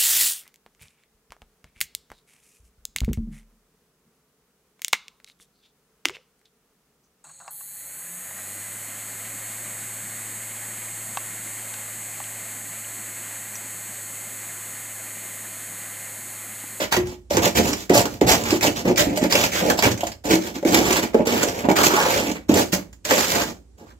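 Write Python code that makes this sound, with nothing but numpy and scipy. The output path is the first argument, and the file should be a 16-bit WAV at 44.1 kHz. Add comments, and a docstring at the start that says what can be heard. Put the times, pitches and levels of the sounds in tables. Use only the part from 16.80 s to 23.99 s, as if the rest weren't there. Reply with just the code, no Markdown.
"""A hand shoves wet ice and frost over the sheet-metal floor of a chest freezer, close to a two-port microphone.
The frost crushes into dense grains, clicks that each ring a few cycles, and crusts snap in short noise bursts.
Lumps knock and drag on the floor panel, whose low modes ring, and the shoves lean on the cabinet walls.
Sparse echoes give the cabinet a short tail; under it lies the faint hum of the room, filtered noise and a drone."""
import sys
import numpy as np
from scipy import signal
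from scipy.fft import rfft, irfft, next_fast_len
from scipy.io import wavfile
from scipy.ndimage import uniform_filter1d, map_coordinates

SR = 44100
rng = np.random.default_rng(int(sys.argv[2]) if len(sys.argv) > 2 else 0)


def transcribe(signal):
    """Save signal, clipped to [-1, 1], as a 16-bit WAV file at the path in sys.argv[1]."""
    frames = np.atleast_2d(signal).T
    limited = np.clip(frames, -1, 1)
    pcm = np.round(limited * 32767).astype(np.int16)
    wavfile.write(sys.argv[1], SR, pcm)


N = 317079
STEP = 32  # samples between points of the slow curves

# modes of the floor panel: (f/Hz, relative level/dB, free t60/s)
PANEL_MODES = [(187.1, -0.5, 0.2), (229, -2, 0.12), (258, -4.5, 0.15), (291.6, -0.5, 0.13),
               (324.7, -3.5, 0.31), (359.6, -5.5, 0.29), (391.7, -4.5, 0.18), (434, -2.5, 0.073),
               (463, -8, 0.14), (521.6, 0.5, 0.086), (581, -3, 0.096), (612.2, -3, 0.22), (698, -8, 0.045),
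               (701, 1.5, 0.038), (777, -3, 0.056), (851, -4.5, 0.12), (946, -8.5, 0.22),
               (1214, -25.5, 0.046), (1282, -8, 0.039)]
# crushed grains as the microphone hears them: (f/Hz, relative level per Hz/dB)
FROST_SPECTRUM = [(590, -7), (1000, -1.5), (1360, -3.5), (1510, -4), (2290, -2.5), (3840, -8), (7140, -6.5),
                  (7480, -8), (8480, -18), (9300, -20.5), (12100, -12.5), (15600, -15)]
# one row a shove of the hand, levels relative: (start t/s, length t/s, crushing level/dB, brightness level/dB,
# drag on the panel level/dB, strongest panel ring f/Hz, weight on the cabinet level/dB)
SHOVE_ROWS = [(-0.008,0.05,-20.5,-5.5,-33,644,-43),(0.109,0.055,-18.5,-5.5,-35,374,-25),(0.191,0.046,-36.5,-15,-40,345,-28),(0.249,0.084,-42,2.5,-41,256,-51),(0.498,0.1,-30.5,4.5,-25.5,560,-30),(0.561,0.029,-20,-14,-24.5,256,-22),(0.614,0.063,-19.5,2.5,-20.5,309,-36.5),(0.745,0.056,-21,2.5,-19,316,-23.5),(0.81,0.11,-29.5,5,-25.5,304,-30.5),(0.954,0.084,-41,8.5,-43,283,-53),(1.091,0.035,-24,-6,-18,390,-36),(1.129,0.078,-20.5,5.5,-17.5,586,-25.5),(1.23,0.027,-37.5,-10,-23.5,278,-31),(1.287,0.077,-43.5,6,-39,250,-38),(1.406,0.054,-31,-7,-22,390,-22.5),(1.462,0.087,-18.5,4,-19,686,-24.5),(1.558,0.076,-34.5,1.5,-28.5,271,-35.5),(1.644,0.12,-24,-2,-28,312,-35),(1.815,0.061,-19,1,-21.5,570,-28.5),(1.947,0.063,-31,2.5,-30.5,276,-39.5),(2.044,0.068,-25,-5.5,-17.5,260,-34),(2.166,0.054,-15.5,2.5,-22.5,593,-25.5),(2.216,0.13,-32.5,-6.5,-27,289,-37.5),(2.353,0.027,-33,3,-32.5,578,-42),(2.405,0.061,-26,-5,-24.5,292,-40.5),(2.495,0.17,-20,0,-25,595,-34),(2.711,0.11,-22.5,-1.5,-30,614,-38.5),(2.812,0.12,-28.5,1.5,-19.5,560,-39),(2.969,0.021,-29,4.5,-33.5,600,-26),(3.022,0.047,-15.5,-2.5,-20.5,378,-22),(3.099,0.028,-31,2,-24.5,284,-25),(3.18,0.11,-39.5,-1,-35.5,608,-42.5),(3.437,0.13,-33,4,-27,442,-41.5),(3.493,0.054,-18,0.5,-18,306,-28),(3.601,0.1,-34.5,2,-35,319,-53),(3.736,0.035,-31,-1,-35,289,-41),(3.856,0.13,-26.5,2.5,-21,330,-45),(3.911,0.093,-19.5,1,-20.5,318,-30),(4.001,0.19,-20.5,-2.5,-24,404,-36.5),(4.215,0.038,-25.5,-3,-27,324,-40.5),(4.326,0.1,-32.5,-10,-31.5,463,-44.5),(4.45,0.19,-23,-1.5,-24.5,466,-40),(4.66,0.038,-27.5,2.5,-26,334,-37),(4.714,0.11,-35.5,1.5,-32,557,-48.5),(4.835,0.015,-23,-17,-17,421,-30),(4.883,0.029,-23,-7.5,-27,334,-35),(4.953,0.063,-19.5,0,-29,616,-34),(5.02,0.058,-26,11.5,-23,359,-44.5),(5.087,0.18,-22,-1.5,-27.5,407,-54),(5.255,0.15,-21.5,-0.5,-23,583,-40.5),(5.414,0.095,-27.5,-2.5,-26.5,278.5,-50),(5.545,0.033,-32,-10.5,-36.5,309,-53),(5.683,0.069,-27.5,-2.5,-21.5,302,-30.5),(5.747,0.065,-20.5,4.5,-18,480,-35),(5.919,0.026,-27,11.5,-23.5,539,-32.5),(5.975,0.01,-30.5,-6.5,-33,233,-47),(6.243,0.16,-30,4.5,-37,595,-52),(6.289,0.11,-19.5,-0.5,-23,538,-51),(6.362,0.093,-24,4,-36,540,-42.5),(6.459,0.17,-25.5,8,-32.5,547,-44),(6.511,0.12,-25.5,-5,-26.5,555,-40),(6.627,0.077,-38,5,-33.5,247,-61),(6.971,0.065,-56.5,3.5,-45.5,321,-49),(7.051,0.073,-55,-1,-56,248,-67)]


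def amp(db):
    """Gain of a level in dB."""
    return 10 ** (np.asarray(db) / 20)


def evened(x):
    """Scaled to rms 1."""
    return x / np.sqrt(np.mean(x ** 2) + 1e-20)


def read(points, hz):
    """A table over frequency, joined on a log axis."""
    f, value = np.transpose(points)
    return np.interp(np.log(hz + 1), np.log(f + 1), value)


def add(mix, s, sound):
    """Mixes a sound in at a time in seconds."""
    part = mix[round(s * SR):][:len(sound)]
    part += sound[:len(part)]


def along(x):
    """From a slow curve to every sample."""
    return np.interp(np.arange(N), STEP * np.arange(len(x)), x)


def coloured(x, points):
    """Causal filter with the given spectrum (minimum phase)."""
    level_db = np.maximum(read(points, abs(np.fft.fftfreq(4096, 1 / SR))), -80)
    log_gain = np.log(amp(level_db))
    taps = np.fft.ifft(np.exp(np.conj(signal.hilbert(log_gain)))).real[:2048]
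    return signal.oaconvolve(x, taps[None], axes=1)[:, :x.shape[1]]


def rung(x, hz, t60):
    """A mode driven by x, keeping the power of a noisy drive."""
    r = amp(-60 / (t60 * SR))
    turn = 2 * np.pi * hz / SR
    drive = np.sin(turn) * np.sqrt(2 * (1 - r * r))
    return signal.lfilter([drive], [1, -2 * r * np.cos(turn), r * r], x)


def clumps(ms, spread_db):
    """Random gain that wanders on the given time scale, as ice catches and lets go."""
    size = max(int(ms / 1000 * SR / STEP), 2)
    slow = rng.standard_normal(N // STEP + 2)
    slow = evened(uniform_filter1d(uniform_filter1d(slow, size), size))
    return np.repeat(evened(amp(spread_db * slow)), STEP)[:N]


def clicks(per_s, spread_db):
    """Sparse clicks of random sign at both ends of the ice heap; a few are large."""
    u = rng.uniform(-1, 1, (2, N)) * SR / per_s
    hit = abs(u) < 1
    out = np.zeros((2, N))
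    out[hit] = np.sign(u[hit]) * amp(spread_db * np.minimum(-np.log(abs(u[hit])), 4))
    return evened(out)


def shoves(column, bite_s, arch_db, fall_db_per_s):
    """Power of every shove (one row each): it bites, arches, lets go, and loose bits rattle on more quietly."""
    rows = np.array(SHOVE_ROWS)
    t = np.arange(0, N, STEP) / SR - rows[:, :1]
    length = np.maximum(rows[:, 1:2], .01)
    after = np.maximum(t - length, 0)
    bite = np.clip(t / bite_s, 0, 1)
    # hardest at 0.59 of the length
    arch = amp(-arch_db * (2 * (np.clip(t / length, 0, 1) - 0.59)) ** 2)
    rattle = amp(-10 - 208 * after)  # falls 208 dB/s
    release = np.maximum(amp(-fall_db_per_s * after), rattle)
    return (amp(rows[:, [column]]) * bite * arch * release) ** 2 + 1e-14


def loudness_db(power):
    """Summed level of all shoves together."""
    return along(10 * np.log10(power.sum(0)))


def leading(power, column):
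    """A column of the shoves, weighted toward the loudest at each moment."""
    return along(np.array(SHOVE_ROWS)[:, column] @ power / power.sum(0))


def hum():
    """Steady low room noise and microphone hiss, with a narrow resonance on noise as a faint wavering drone."""
    # room and microphone floor: (f/Hz, relative level per Hz/dB)
    floor_spectrum = [(18, -32), (30, -8.5), (75, -1.5), (144, -23), (277, -17), (1080, -40.5),
                      (3510, -46.5), (7300, -42.5), (9000, -45), (15600, -63.5)]
    drone = amp(-51.5) * rung(rng.standard_normal(N), hz=57.9, t60=1.5)
    return drone + amp(-53) * evened(coloured(rng.standard_normal((2, N)), floor_spectrum))


def cabinet_air(ends, wet_db=-6.5):
    """One end of the heap is nearer the left port, the other the right; sparse echoes follow, dying band by band."""
    # decay of the cabinet air: (f/Hz, t60/s)
    air_decay = [(100, 0.54), (420, 0.24), (1100, 0.21), (3000, 0.2), (8000, 0.2), (15000, 0.21)]
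    # one echo of random sign in every 20 samples
    taps = np.zeros((2, SR // 2))
    at = np.arange(60, SR // 2 - 20, 20) + rng.integers(0, 20, (2, (SR // 2 - 61) // 20))
    np.put_along_axis(taps, at, rng.choice([-1., 1.], at.shape), 1)
    hz, t, bands = signal.stft(taps, SR, nperseg=256)
    fading = bands * amp(-60 * t / read(air_decay, hz)[:, None])
    tails = signal.istft(fading, SR, nperseg=256)[1]
    tails = amp(wet_db) * tails / np.linalg.norm(tails[0])
    echoes = signal.fftconvolve(ends.sum(0)[None], tails, axes=1)[:, :N]
    # the lag to the far port, about 16 samples, shifts as the ice moves about
    lags = [uniform_filter1d(16 * clumps(ms=70.0, spread_db=3.0), 64) for _ in ends]
    late = np.array([map_coordinates(end, [np.arange(N) - lag], order=3) for end, lag in zip(ends, lags)])
    return (ends + late[::-1] + echoes) / np.sqrt(2 + 2 * amp(wet_db) ** 2)


def favoured_db(hz, spot_hz, boost_db, octave_db):
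    """The spot touched on the panel drives the modes near one pitch best."""
    off = np.log2(hz / spot_hz)
    return boost_db * np.exp(-(off / 0.06) ** 2) - octave_db * abs(off)


def dragged(modes, per_s, level_db, spot_hz=None, free=1):
    """Small bumps under the moving ice shake the modes; free is the share of the ring time left under the hand."""
    gains = []
    for hz, db, _ in modes:
        spot_db = 0 if spot_hz is None else favoured_db(hz, spot_hz, boost_db=7.0, octave_db=3.0)
        gains.append(amp(db + spot_db))
    bumpy = clumps(ms=10., spread_db=1.5)
    catch = bumpy * amp(level_db) / np.sqrt(sum(g ** 2 for g in gains))
    jolts = 0.28 * clicks(per_s / 4, spread_db=1.5)  # larger bumps shake all modes at once
    out = np.zeros((2, N))
    for gain, (hz, _, t60) in zip(gains, modes):
        bumps = clicks(per_s, spread_db=2.0) + rng.choice([-1, 1]) * jolts
        out += rung(bumps * catch * gain, hz, free * t60)
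    return out


def leaned_walls():
    """The weight of each shove shakes the low modes of the whole cabinet walls."""
    # modes of the walls: (f/Hz, relative level/dB, t60/s)
    wall_modes = [(56, -12, .2), (87.7, 3, 0.37), (118, 4, 0.08)]
    lean = shoves(column=6, bite_s=0.043, arch_db=7, fall_db_per_s=244.5)
    return dragged(wall_modes, per_s=240, level_db=loudness_db(lean))


def dragged_panel():
    """Ice dragged over the floor panel rings its modes, strongest near the pitch of the leading shove."""
    drag = shoves(column=4, bite_s=0.01, arch_db=2.5, fall_db_per_s=396.5)
    spot_hz = leading(drag, column=5)
    return dragged(PANEL_MODES, per_s=260, level_db=loudness_db(drag), spot_hz=spot_hz, free=0.66)


def knocks():
    """A blow rings the panel; the ice resting on it changes how long the ring lasts."""
    # lumps landing on the panel: (t/s, relative level/dB, strongest ring f/Hz, share of the free ring time)
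    landings = [(0.002, -13, 593, 0.44), (0.016, -10, 580, 0.54), (0.124, -10, 950, 0.12),
                (0.147, -11, 765, 0.42), (0.165, -11, 450, 0.38), (0.174, -5, 359, 1.14),
                (0.509, -7, 594, 0.6), (0.571, -4.5, 415, 0.29), (0.664, -3.5, 572, 0.59),
                (0.77, -16, 316, 0.36), (1.1, 1.5, 378, 0.39), (1.414, 1.5, 380.5, 0.63),
                (1.725, -2.5, 372, 0.82), (1.848, -5, 616, 0.61), (1.876, -7, 302, 1.14),
                (2.064, -12, 265, 0.62), (2.076, -5.5, 306, 0.58), (2.098, -4, 356, 0.62),
                (2.192, -6.5, 612, 0.74), (2.218, -4, 625, 0.5), (2.374, -7, 605, 0.71),
                (2.426, -6, 307, 0.51), (2.442, -7, 594, 0.38), (2.463, -10.5, 287, 0.55),
                (2.545, -5.5, 554, 1.1), (2.988, -9, 676, 0.3), (3.059, -5.5, 491, 1.06),
                (3.233, -7, 700, 0.4), (3.451, -18, 298, 0.27), (3.512, -9, 438, 0.19),
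                (3.535, -4.5, 330, 1.06), (3.762, -17.5, 306, 0.95), (3.827, -9.5, 566, 0.79),
                (3.851, 0, 339, 0.6), (4.108, -8, 374, 0.24), (4.184, -12.5, 322, 0.59),
                (4.344, 5, 454, 0.44), (4.358, -6.5, 519, 0.26), (4.394, -3.5, 565, 0.3),
                (4.404, -3, 481, 0.464), (4.467, -7, 464, 0.7), (4.629, -7.5, 559, 1.1),
                (4.851, -13, 488, 0.15), (4.8866, 2.5, 734, 0.25), (4.896, -4, 403, 0.46),
                (4.907, -0.5, 722, 0.48), (4.922, -6, 331, 0.52), (4.977, -10, 924, 0.45),
                (4.988, -3.5, 1310, 0.96), (5.015, -7, 440, 0.5), (5.064, -12, 390, 0.41),
                (5.104, -6, 1274, 1), (5.136, -5, 390, 0.46), (5.184, -8.5, 885, 0.42),
                (5.694, 1.5, 314, 0.38), (5.93, -8, 178, 0.44), (6.25, -17, 595, 0.59),
                (6.309, -6, 775, 0.6), (6.315, -3.5, 520, 1.2), (6.384, -16, 250, 1.4)]
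    out = np.zeros((N, 2))
    t = np.arange(SR // 4)[:, None] / SR
    hz, mode_db, t60 = np.transpose(PANEL_MODES)
    waves = np.sin(2 * np.pi * hz * t) * np.minimum(t / 0.0019, 1)
    chances = rng.standard_normal((len(landings), 3, len(PANEL_MODES)))
    for (s, db, spot_hz, free), luck in zip(landings, chances):
        spot_db = favoured_db(hz, spot_hz, boost_db=16.5, octave_db=6.5)
        # a random sign for each mode, and a random level for each mode and side
        sizes = np.sign(luck[0] + .4) * amp(mode_db + spot_db + 2.8 * luck[1:])
        blow = waves * amp(-60 * t / (max(free, .1) * t60)) @ sizes.T
        add(out, s, amp(db - 16.0) * blow / blow[:700].std(0))  # sized by its first 16 ms
    return out.T


def snaps():
    """A sharp crack and a burst of grains, with one shard ringing above the rest."""
    # crusts of frost snapping: (t/s, relative level/dB, shard ring f/Hz)
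    cracks = [(0.1232, -4.5, 1830), (0.165, -9.5, 2020), (0.2695, -27, 7200), (0.5054, -18, 5600),
              (0.5684, -8, 6400), (0.63, -11, 1830), (0.7688, -13, 3850), (0.8522, -17, 2600),
              (0.9305, -12, 5500), (1.095, -13, 2060), (1.141, -21, 6980), (1.1761, -5.5, 7300),
              (1.254, -11.5, 1550), (1.4108, -13, 2080), (1.5141, -5, 6800), (1.636, -18, 6880),
              (1.705, -11, 5170), (1.8087, -14.5, 2540), (1.867, -7.5, 2900), (2.0527, -25.5, 2100),
              (2.1586, -19, 5030), (2.1794, -11.5, 2570), (2.3727, -13, 7500), (2.4367, -13, 2300),
              (2.524, -6, 4960), (2.5523, -4.5, 2780), (2.637, -7, 2500), (2.7627, -16, 2220),
              (2.8994, -3.5, 1660), (2.989, -8, 4800), (3.023, -6.5, 2330), (3.114, -15, 5960),
              (3.1747, -23.5, 6540), (3.2065, -17, 3170), (3.2353, -21.5, 3220), (3.268, -17, 6750),
              (3.3172, -25, 5000), (3.453, -23, 7000), (3.506, -12, 2270), (3.826, -29, 2140),
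              (3.8492, -16.5, 2240), (3.944, -4.5, 2260), (4.0765, -22.5, 3060), (4.126, -7.5, 6800),
              (4.167, -7.5, 2440), (4.2285, -15, 2400), (4.343, -21.5, 2350), (4.47, -12, 5900),
              (4.6299, -8.5, 6900), (4.789, -19, 2470), (4.8517, -25, 1400), (4.888, -17, 2250),
              (4.9127, -13.5, 2260), (4.9655, -18, 1730), (5.034, -11, 7300), (5.061, -8, 6570),
              (5.5142, -18.5, 6440), (5.691, -17.5, 1660), (5.7395, -10.5, 7240), (5.926, -18, 2750),
              (6.128, -36.5, 7200), (6.2503, -15, 6720), (6.2898, -17.5, 3000), (6.308, -5, 1940)]
    plain, shards = np.zeros((N, 2)), np.zeros((N, 2))
    t = np.arange(2000) / SR
    # fast crack, slower grains, 1.1 ms rise
    envelope = (amp(-60 * t / 0.046) + 0.32 * amp(-60 * t / 0.15)) * np.minimum(t / 0.0011, 1)
    for (s, db, hz), noise in zip(cracks, rng.standard_normal((len(cracks), 2, 2000))):
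        burst = amp(db) * noise * envelope
        add(plain, s, burst.T)
        add(shards, s, rung(burst, hz, 20.0 / hz).T)
    unit = np.linalg.norm(coloured(np.eye(1, 2048), FROST_SPECTRUM))
    return amp(-11) * coloured(plain.T, FROST_SPECTRUM) / unit + amp(-16.5) * shards.T


def crunch(per_s=700, cycles=12.1, spread_db=0.5, count=24):
    """Each breaking grain rings a few cycles at a pitch set by its size."""
    # coarsest grains, under 1.8 kHz, against the rest: (t/s, level/dB)
    coarse_levels = [(0, -3.5), (0.5, 1), (1.2, 1), (2.0, -0.5), (2.5, -10.5), (3.0, -0.5), (3.9, 0),
                     (4.6, 0.5), (4.98, 8), (5.07, 8), (5.17, 9.5), (5.5, -4), (5.8, 1.5), (6.4, 1),
                     (7.1, 8.5)]
    power = shoves(column=2, bite_s=0.011, arch_db=3.5, fall_db_per_s=505.5)
    bright = leading(power, column=3)
    coarse = np.interp(np.arange(N) / SR, *np.transpose(coarse_levels))
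    ticks = 0.21 * clicks(per_s=200, spread_db=1.0)  # crisp breaks that sound at every pitch
    out = np.zeros((2, N))
    for hz in np.geomspace(700, 16000, count):
        share = np.clip(np.log2(hz / 2500) / 0.94, 0, 1)  # small grains follow the brightness
        grains = clicks(per_s * np.sqrt(hz / 4000), spread_db)
        train = (grains + rng.choice([-1, 1]) * ticks) * clumps(ms=20., spread_db=1.4)
        out += np.sqrt(hz) * rung(train, hz, cycles / hz) * amp(share * bright + (hz < 1800) * coarse)
    # small collapses start at once and die away, their power by 30 dB in 36 ms
    fade = amp(-60 / (0.036 * SR))
    collapses = signal.lfilter([1], [1, -fade], clicks(per_s=90, spread_db=2.0)[0] ** 2)
    bursts = evened(np.sqrt(1 + 0.8 * evened(collapses))) * clumps(ms=5., spread_db=1.5)
    return evened(coloured(out, FROST_SPECTRUM)) * bursts * amp(loudness_db(power))


def scene():
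    """All ice sounds pass the cabinet air; the hum is added after it."""
    panel = dragged_panel() + knocks()
    ice = crunch() + snaps() + panel + leaned_walls()
    return cabinet_air(ice) + hum()


def record(dry):
    """Deep bass is cut; stereo width and balance depend on frequency; peaks overload; then the band limit."""
    # balance: (f/Hz, left minus right level/dB)
    balance = [(60, -3.5), (500, -2), (1170, -3), (2740, -1), (4190, -2.5), (6400, -5.5), (7800, -12),
               (8600, 4.5), (15000, 1)]
    # gain of the left-right difference: (f/Hz, level/dB)
    width = [(60, -34), (250, -3), (1400, -1.5), (4000, 1), (8000, -3.5), (15000, -6)]
    size = next_fast_len(N)
    hz = np.fft.rfftfreq(size, 1 / SR)
    bass_cut = (hz / 48) ** 6 / (1 + (hz / 48) ** 6)
    left, right = rfft(dry, size) * bass_cut
    mid = (left + right) / 2
    side = (left - right) / 2 * amp(read(width, hz))
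    tilt = amp(read(balance, hz) / 2)
    ports = irfft(amp(2.0) * np.array([(mid + side) * tilt, (mid - side) / tilt]), size)[:, :N]
    ports = np.clip(ports, -.84, .84)  # the loudest peaks overload
    band_limit = signal.firwin(1023, 15780, window=("kaiser", 9), fs=SR)  # low-pass, edge in Hz
    return signal.oaconvolve(ports, band_limit[None], "same")


dry = scene()
out = record(dry)
transcribe(out)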